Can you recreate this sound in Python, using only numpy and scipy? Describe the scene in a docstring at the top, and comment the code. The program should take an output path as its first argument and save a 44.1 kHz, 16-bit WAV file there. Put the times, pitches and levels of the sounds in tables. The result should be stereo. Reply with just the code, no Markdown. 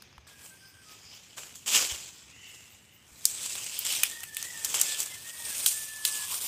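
"""Leaves brush and crackle, stems swish and dry twigs snap as someone pushes on foot through thick undergrowth.
Far roosters crow, insects chirp and buzz, dull footfalls land, a hollow scrape comes late, a low rumble lies under.
Foliage is coloured noise partly gated by tiny contacts, its level jumping up abruptly at 0.27 s; twigs are noise
bursts through resonances; crowing is gliding sines with fluttering strands; insects and scrape are narrow bands.
One microphone feeds both channels."""
import sys
import numpy as np
from scipy import signal
from scipy.fft import rfft, irfft, next_fast_len
from scipy.io import wavfile
from scipy.ndimage import uniform_filter1d, map_coordinates

SR = 44100
rng = np.random.default_rng(int(sys.argv[2]) if len(sys.argv) > 2 else 0)


def transcribe(signal):
    """Save signal, clipped to [-1, 1], as a 16-bit WAV file at the path in sys.argv[1]."""
    frames = np.atleast_2d(signal).T
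    limited = np.clip(frames, -1, 1)
    pcm = np.round(limited * 32767).astype(np.int16)
    wavfile.write(sys.argv[1], SR, pcm)


N = 285635

# Slowly varying rustle level of pushing through, before shaking; it jumps up abruptly at 0.27 s.
# Each row: time in seconds, leaves in dB, then stems, dry fizz and litter, each in dB over the leaves.
WADING = [(0.04, -70.5, 9.5, -7, 6.5), (0.266, -81.5, 16, -2, 15.5), (0.272, -58.5, 3.5, -3, 0.5),
          (0.36, -64, 3, -2, 1), (1.1, -65, -1.5, -9, -2), (1.5, -62, 2.5, -5.5, -4),
          (2.2, -60.5, 3.5, -10.5, -2), (3.0, -69.5, 0.5, -4, 1.5), (3.24, -51.5, -2, -5, -8),
          (3.36, -44.5, -1.5, -10.5, -11), (3.8, -41.5, 0, -6.5, -11.5), (4.3, -54.5, -0.5, -3, -10),
          (4.72, -39, -4.5, -7.5, -12), (5.2, -49, -3, -4, -10), (5.58, -34.5, -10, -6.5, -16),
          (5.95, -44.5, -6, -4.5, -15.5), (6.12, -37.5, -6, -6.5, -17.5), (6.477, -36, -6.5, -1.5, -15.5)]
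# Branches brushed aside, before shaking. Each row: start in seconds, swell time in seconds, peak level in dB,
# fade in dB per second, then stems and litter in dB over the leaves.
BRUSHES = [(.38, 0.072, -53, 83, -6, -10), (.82, .08, -56, 32, 2, -3.5), (1.06, 0.073, -57.5, 71, 6, -3),
           (1.364, 0.016, -44, 104, -1, -5), (1.548, 0.014, -51, 119, -5.5, -24),
           (1.661, 0.07, -28, 67.5, -0.5, -10), (1.743, 0.0073, -24, 131, -0.5, -9),
           (2.36, 0.19, -55, 49, -5, -9.5), (3.255, .012, -38, 90, -19, -25),
           (3.4, 0.07, -37.5, 69, -7, -32), (3.57, 0.021, -42, 102, -6, -15),
           (3.846, 0.0048, -33, 52.5, -4, -10), (3.86, 0.048, -33.5, 101, 2, -21),
           (4.04, .01, -51, 123, -9, -26), (4.372, 0.0057, -44.5, 123, -2, -14),
           (4.43, 0.0088, -47, 86, -7, -12), (4.652, 0.008, -41.5, 102, -6, -13),
           (4.738, 0.01, -31.5, 72, -3, -10.5), (4.82, 0.073, -33.5, 110, -0.5, -13),
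           (4.97, 0.025, -32.5, 210, -8.5, -14.5), (5.66, 0.0076, -26, 117, -9.5, -33),
           (6.05, 0.0055, -28.5, 150, -7.5, -25)]
# Tone colour of the leaves, before brightening. Each row: frequency in Hz, noise density in dB per Hz.
LEAF_COLOUR = [(2500, -120), (3800, -8), (5000, -4.5), (7000, 2), (9000, -2.5), (10500, -14.5),
               (13000, -29), (16000, -120)]
# Tone colour of the swishing stems, before brightening. Each row: frequency in Hz, noise density in dB per Hz.
STEM_COLOUR = [(940, -77), (1600, -20), (1750, -14), (2010, -10.5), (2480, -2.5), (3720, -4.5), (5000, 0.5),
               (6500, -1), (11000, -120)]
# Tone colour of the dry fizz. Each row: frequency in Hz, noise density in dB per Hz.
FIZZ_COLOUR = [(7000, -120), (8500, -5.5), (10000, -4), (12100, -6.5), (14000, -4), (15450, -11),
               (15650, -79)]
# Tone colour of the ground litter. Each row: frequency in Hz, noise density in dB per Hz.
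LITTER_COLOUR = [(88, -18), (150, -10.5), (478, -4.5), (575, -4), (738, -6), (796, -4.5), (2000, -3.5),
                 (2600, -0.5), (4400, -120)]
# Where the leaves are lifted most, as the kind of foliage changes. Each row: time in seconds, centre in Hz.
LEAF_BRIGHTNESS = [(0, 5900), (.3, 8100), (.7, 9100), (1.05, 6700), (1.4, 7470), (2.4, 7270), (3, 7880),
                   (4.2, 8300), (4.6, 7670), (5.05, 8000), (5.45, 8900), (6.47, 8770)]
# Where the stems' swish is lifted most. Each row: time in seconds, centre in Hz.
STEM_BRIGHTNESS = [(0, 3220), (1.7, 3120), (1.85, 3200), (3.35, 3640), (3.65, 2800), (3.9, 3210),
                   (5.6, 3330)]
# Tone colour of the far rumble. Each row: frequency in Hz, noise density in dB per Hz.
RUMBLE_COLOUR = [(15, -62), (25, -34), (42, -19), (81, 1.5), (157, -3.5), (372, -12.5), (436, -13),
                 (600, -31), (780, -18), (1320, -120)]
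# Twig snaps. Each row: start in seconds, peak of the crack in dB before the microphone, brightest pitch in Hz,
# peak of the woody knock in dB over the crack.
TWIG_SNAPS = [(0.022, -36.5, 4700, -6), (0.18, -52, 2680, 14), (1.556, -29.5, 6700, -15.5),
              (3.254, -1, 7050, -59), (3.431, -25.5, 8150, -33), (3.553, -21.5, 3660, -14),
              (3.642, -25, 6500, -30), (3.7905, -12, 13400, -36), (3.8513, -16, 7460, -23),
              (3.9247, -19, 7700, -25), (3.951, -19, 4000, -25), (4.0339, -4.5, 2720, -23),
              (4.099, -23, 6900, -28), (4.205, -28, 7100, -25), (4.2332, -23, 2420, -11.5),
              (4.2375, -24, 2300, -16), (4.3467, -25.5, 8500, -32), (4.3682, -16, 3320, -45),
              (4.4266, -18, 6240, -22), (4.6468, -11.5, 6940, -29), (4.652, -15, 8100, -23),
              (4.7427, -15, 3020, -11.5), (4.7718, -22, 7560, -25), (4.798, -16, 6940, -34),
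              (4.814, -3, 7250, -54), (4.816, -14, 7360, -41), (5.003, -12.5, 8000, -30),
              (5.0607, -21.5, 7640, -22), (5.581, -18.5, 7910, -30), (5.6611, -6, 3900, -39),
              (5.663, -5, 9200, -20), (6.051, -9, 3950, -28), (6.123, -25, 8620, -23)]
# Dull footfalls. Each row: start in seconds, push level in dB before its onset and decay are applied.
FOOTFALLS = [(0.178, -40), (1.919, -33), (3.119, -44)]
# Crowing, one row a syllable. Each row: start in seconds, length in seconds, first pitch in Hz, last pitch in Hz,
# arch between them in Hz, level in dB, roughness from 0 to 1.
CROW_SYLLABLES = [(0.26, 0.21, 1660, 1644, -27.5, -63.5, 0.54), (0.503, .06, 1570, 1565, 0, -57, .1),
                  (0.617, 0.057, 1550, 1575, 0, -57, 0.06), (0.698, 0.14, 1550, 1560, -4, -63.5, 0.5),
                  (0.856, 0.11, 1265, 1260, -2, -62, 0.14), (4.099, 0.14, 1810, 1830, 47, -49.5, 0.7),
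                  (4.279, 0.18, 1770, 1845, -21, -50.5, 0.4), (4.415, 0.15, 1920, 1882, 60.5, -49.5, 0.65),
                  (4.519, 0.16, 1816, 1788, 4.5, -48.5, 0.54), (4.867, 0.1, 1755, 1748, -1, -46, 0.06),
                  (5.036, 0.18, 1710, 1790, -2, -57.5, 0.5), (5.11, 0.04, 2074, 2050, 2, -46.5, 0.14),
                  (5.247, 0.11, 1837, 1874, 17, -51.5, 0.6), (5.385, 0.11, 1890, 1820, -3, -51, 0.2),
                  (5.485, 0.067, 1666, 1660, 4, -49.5, 0.6), (5.73, .12, 1760, 1745, 4, -50.5, 0),
                  (5.88, .38, 1750, 1690, 14, -47.5, .03)]
# High insect chirps in even bouts. Each row: first centre in seconds, number of chirps, top level in dB.
CHIRP_BOUTS = [(.46, 4, -63), (2.16, 1, -65), (2.492, 4, -62)]
# Swells of an insect's buzz. Each row: centre in seconds, top level in dB.
BUZZ_SWELLS = [(.66, -60), (.89, -60), (1.09, -54)]
# A lower, hoarse, gliding buzz. 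Each row: time in seconds, tone level in dB before it wavers, pitch in Hz.
HOARSE_BUZZ = [(2.28, -66, 2470), (2.4, -57, 2900), (2.5, -50.5, 2820), (2.62, -61, 2760),
               (3.05, -66, 2950)]
# A hollow scrape underfoot. Each row: time in seconds, level in dB before its fits.
SCRAPE_LEVEL = [(5.95, -60), (6.12, -54.5), (6.27, -53.5), (6.335, -44), (6.37, -52.5), (6.47, -57)]

TOUCH_DB = -11.5  # a brush starts this far under its peak
STILL_DB, BUSY_DB = -63, -35  # leaf levels between which the shaking grows to its full depth
RUMBLE_DB = -64  # before it wavers
CROW_EDGE_S = 0.046  # attack and release of a syllable
UNDER_DB = -13  # the crow's fundamental, an octave under the strongest partial, before roughness and fits
CHIRP_GAP_S, SWELL_S = 0.231, 0.078  # chirp spacing, and half-width of a buzz swell at 1/e of its top
TOP_HZ = 16667  # the microphone's band limit


def amp(db):
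    """dB to gain."""
    return 10 ** (np.asarray(db) / 20)


def unit(x):
    """Scaled to rms 1."""
    return x / np.sqrt(np.mean(x ** 2) + 1e-20)


def along(points, hz):
    """Reads (Hz, value) points at hz on a log frequency axis."""
    f, v = np.transpose(points)
    return np.interp(np.log(hz + 1), np.log(f + 1), v)


def curves(rows):
    """One value per sample for each column after the time."""
    s, *cols = np.transpose(rows)
    return [np.interp(np.arange(N) / SR, s, c) for c in cols]


def sounding(rows, fade_s):
    """1 between a table's first and last time, with soft edges outside."""
    first, last = rows[0][0], rows[-1][0]
    return np.interp(np.arange(N) / SR, [first - fade_s, first, last, last + fade_s], [0, 1, 1, 0])


def wobble(rate):
    """A smooth random curve, rate knots a second."""
    knots = rng.standard_normal(int(N * rate / SR) + 4)
    return map_coordinates(knots, [np.arange(N) * rate / SR])


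def filtered(x, response):
    """x shaped by a complex response of frequency."""
    m = next_fast_len(len(x) + 4096)
    return irfft(rfft(x, m) * response(np.fft.rfftfreq(m, 1 / SR)), m)[:len(x)]


def peak(hz, width_hz):
    """The response of a causal resonance."""
    return lambda f: 1j * f * width_hz / (hz * hz - f * f + 1j * f * width_hz)


def narrow_noise(hz, width_hz):
    """Noise through the same resonance twice; rms 1."""
    return unit(filtered(rng.standard_normal(N), lambda f: peak(hz, width_hz)(f) ** 2))


def contacts(rate, spread_db, life_s):
    """Loudness of many brief leaf contacts: sudden starts, quick decays, a few much stronger; rms 1."""
    strength = amp(spread_db * np.minimum(rng.exponential(size=N), 3))
    starts = (rng.random(N) < rate / SR) * strength
    return unit(signal.lfilter([1], [1, -np.exp(-1 / (life_s * SR))], starts))


def rustle(colour, grain, share, patchy_db):
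    """Noise, patchy in time and frequency, partly gated by leaf contacts, in one colour; rms 1."""
    z = signal.stft(rng.standard_normal(N + 512), nperseg=256)[2]
    patches = uniform_filter1d(rng.standard_normal(z.shape), 4, 0)  # across frequency
    patches = uniform_filter1d(patches, 10, 1)  # across time
    noise = signal.istft(z * amp(patchy_db * unit(patches)), nperseg=256)[1][:N]
    return unit(filtered(noise * (1 + share * grain), lambda hz: amp(along(colour, hz))))


def brightened(x, track, width_hz, lift_db):
    """A bump in the spectrum that follows the foliage; rms 1."""
    hz, t, z = signal.stft(x, SR, nperseg=256)
    centre = np.interp(t, *np.transpose(track))
    bump = amp(lift_db * np.exp(-((hz[:, None] - centre) / width_hz) ** 2))
    return unit(signal.istft(z * bump, SR, nperseg=256)[1][:N])


def crackle(rate, centre_hz, turns):
    """Small dry leaves flick over, each a few cycles at its own pitch, in clumps; rms 1."""
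    when, pitch = rng.random((int(N * rate / SR), 2)).T
    start = (when * N).astype(int)
    hz = centre_hz * np.exp(1.6 * (pitch - .5))[:, None]
    t = np.arange(128) / SR
    flick = np.sin(2 * np.pi * hz * t) * np.exp(-t * hz / turns)
    places = start[:, None] + np.arange(128)
    flicks = np.bincount(places.ravel(), flick.ravel(), N + 128)[:N]
    return unit(amp(5.6 * wobble(18)) * flicks)


def brush():
    """Leaves, stems, dry edges and litter share the same contacts and the same shaking."""
    wade_db, stem_db, fizz_db, litter_db = curves(WADING)
    start, swell, top_db, fade, b_stem_db, b_litter_db = np.transpose(BRUSHES)[:, :, None]
    since = np.arange(N) / SR - start
    rise_db = TOUCH_DB * (1 - since / swell)
    fall_db = -fade * (since - swell)
    pushed_power = (since > 0) * amp(top_db + np.minimum(rise_db, fall_db)) ** 2

    def level(waded_db, brushed_db):
        """The rustle of pushing through and the single brushes add as powers."""
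        brushed_power = (pushed_power * amp(brushed_db) ** 2).sum(axis=0)
        return np.sqrt(amp(wade_db + waded_db) ** 2 + brushed_power)

    leaf_level = level(0, 0)
    busy = np.interp(20 * np.log10(leaf_level), [STILL_DB, BUSY_DB], [.3, 1])
    shake = amp(busy * (wobble(14) + 1.6 * wobble(60)))
    grain = contacts(rate=530, spread_db=7.0, life_s=0.00088)
    leaves = rustle(LEAF_COLOUR, grain, share=0.28, patchy_db=2)
    leaves = brightened(leaves, LEAF_BRIGHTNESS, width_hz=1370, lift_db=9.5)
    stems = rustle(STEM_COLOUR, grain, share=0.33, patchy_db=2)
    stems = brightened(stems, STEM_BRIGHTNESS, width_hz=640, lift_db=7.5)
    fizz = amp(fizz_db) * rustle(FIZZ_COLOUR, grain, share=0.061, patchy_db=0)  # evenly spread
    litter = rustle(LITTER_COLOUR, grain, share=0.26, patchy_db=1.5)
    flicks = amp(-18.0) * crackle(rate=500, centre_hz=5580, turns=4.4)
    foliage = leaf_level * (leaves + fizz + flicks)
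    foliage += level(stem_db, b_stem_db) * stems
    foliage += level(litter_db, b_litter_db) * litter
    return shake * foliage


def rumble():
    """A far low rumble: coloured noise that wavers slightly in level."""
    noise = unit(filtered(rng.standard_normal(N), lambda hz: amp(along(RUMBLE_COLOUR, hz))))
    return amp(RUMBLE_DB + wobble(13.0)) * noise


def twigs():
    """A snap is a burst of fibres breaking, brightest at one pitch, with a duller knock; foliage scatters it back."""
    out, t = np.zeros(N + SR), np.arange(SR // 4) / SR
    for s, db, hz, body_db in TWIG_SNAPS:
        fibres, wood, scatter = rng.standard_normal((3, len(t)))
        # first break, then splinters; each time is a 60 dB fall in seconds
        burst = fibres * (amp(-60 * t / 0.011) + 0.45 * amp(-60 * t / 0.02))
        burst += amp(-19.0) * scatter * amp(-60 * t / 0.18) * (1 - np.exp(-t / 0.0013))
        crack = filtered(burst, lambda f: peak(hz, .6 * hz)(f) ** 2 + amp(-6.0) * peak(9000, 12000)(f) ** 2)
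        knock = filtered(wood * amp(-60 * t / 0.015), lambda f: peak(1300, 1800)(f) ** 2)
        sound = crack / abs(crack).max() + amp(body_db) * knock / abs(knock).max()
        out[round(s * SR):][:len(t)] += amp(db) * sound
    return out[:N]


def footfalls():
    """Each footfall is a low damped push: a 70 Hz sine with a soft onset."""
    out, t = np.zeros(N), np.arange(SR // 8) / SR
    for s, db in FOOTFALLS:
        decay = amp(db - 60 * t / 0.081)
        onset = 1 - np.exp(-t / 0.0056)
        out[round(s * SR):][:len(t)] += decay * np.sin(2 * np.pi * 70 * t) * onset
    return out


def roosters():
    """Distance leaves one arching partial and a trace of fundamental; hoarseness scatters it into strands."""
    out, t = np.zeros(N), np.arange(N) / SR
    fits = amp(6 * wobble(12) - 4)  # the fundamental comes and goes
    drift, flutter_sin, flutter_cos = wobble(60), wobble(170), wobble(170)
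    for s, length, first_hz, last_hz, arch_hz, db, rough in CROW_SYLLABLES:
        u = np.clip((t - s) / length, 0, 1)
        hz = first_hz + (last_hz - first_hz) * u + arch_hz * np.sin(np.pi * u)
        turn = 2 * np.pi * np.cumsum(hz * (1 + 0.00298 * drift)) / SR
        clear = np.sqrt(1 - rough) * np.sin(turn)
        under = amp(UNDER_DB) * np.sqrt(rough) * fits * np.sin(turn / 2)
        strands = np.sqrt(rough / 2) * (flutter_sin * np.sin(turn) + flutter_cos * np.cos(turn))
        edges = np.clip(np.minimum(t - s, s + length - t) / CROW_EDGE_S + .5, 0, 1)
        out += edges * np.sqrt(2) * amp(db) * (clear + under + strands)
    return out


def insect_chirps():
    """Short high chirps: evenly spaced bell-shaped pulses of narrow noise."""
    t = np.arange(N) / SR
    beat = np.zeros(N)
    for s, chirps, db in CHIRP_BOUTS:
        for k in range(round(chirps)):
            beat += amp(db) * np.exp(-((t - s - k * CHIRP_GAP_S) / 0.023) ** 2)
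    noise = rng.standard_normal(N)
    return beat * unit(filtered(noise, lambda f: peak(14300, 2600)(f) ** 2 * (f < 15550)))


def insect_buzz():
    """A narrow band of noise around 5 kHz that swells and sinks."""
    t = np.arange(N) / SR
    swells = sum(amp(db) * np.exp(-((t - s) / SWELL_S) ** 2) for s, db in BUZZ_SWELLS)
    return swells * narrow_noise(5000, 640)


def hoarse_buzz(width_hz, under_hz, under_db):
    """A fuzzy insect tone that glides, over a weaker fixed band."""
    db, hz = curves(HOARSE_BUZZ)
    turn = 2 * np.pi * np.cumsum(hz) / SR
    core = unit(wobble(width_hz) * np.sin(turn) + wobble(width_hz) * np.cos(turn))
    under = amp(under_db) * narrow_noise(under_hz, width_hz)
    return sounding(HOARSE_BUZZ, 0.04) * amp(db + 2.7 * wobble(14)) * (core + under)


def hollow_scrape():
    """A hollow scrape underfoot: narrow noise on a level curve, coming in fits."""
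    level = sounding(SCRAPE_LEVEL, 0.044) * amp(curves(SCRAPE_LEVEL)[0])
    return level * narrow_noise(1050, 370) * amp(2.0 * wobble(25) - 2.5)


def scene():
    """All sources reach one microphone, which feeds both channels."""
    mono = brush() + rumble() + twigs() + footfalls() + roosters()
    mono += insect_chirps() + insect_buzz() + hoarse_buzz(width_hz=400, under_hz=2030, under_db=-7)
    mono += hollow_scrape()
    return np.array([mono, mono])


def record(dry):
    """The microphone passes little of the very top, and nothing above its band limit."""
    def response(hz):
        """A steep drop to a low shelf, then silence."""
        return amp(np.interp(hz, [15450, 15700], [0, -22])) * (hz < TOP_HZ)

    return np.array([filtered(x, response) for x in dry])


dry = scene()
out = record(dry)
transcribe(out)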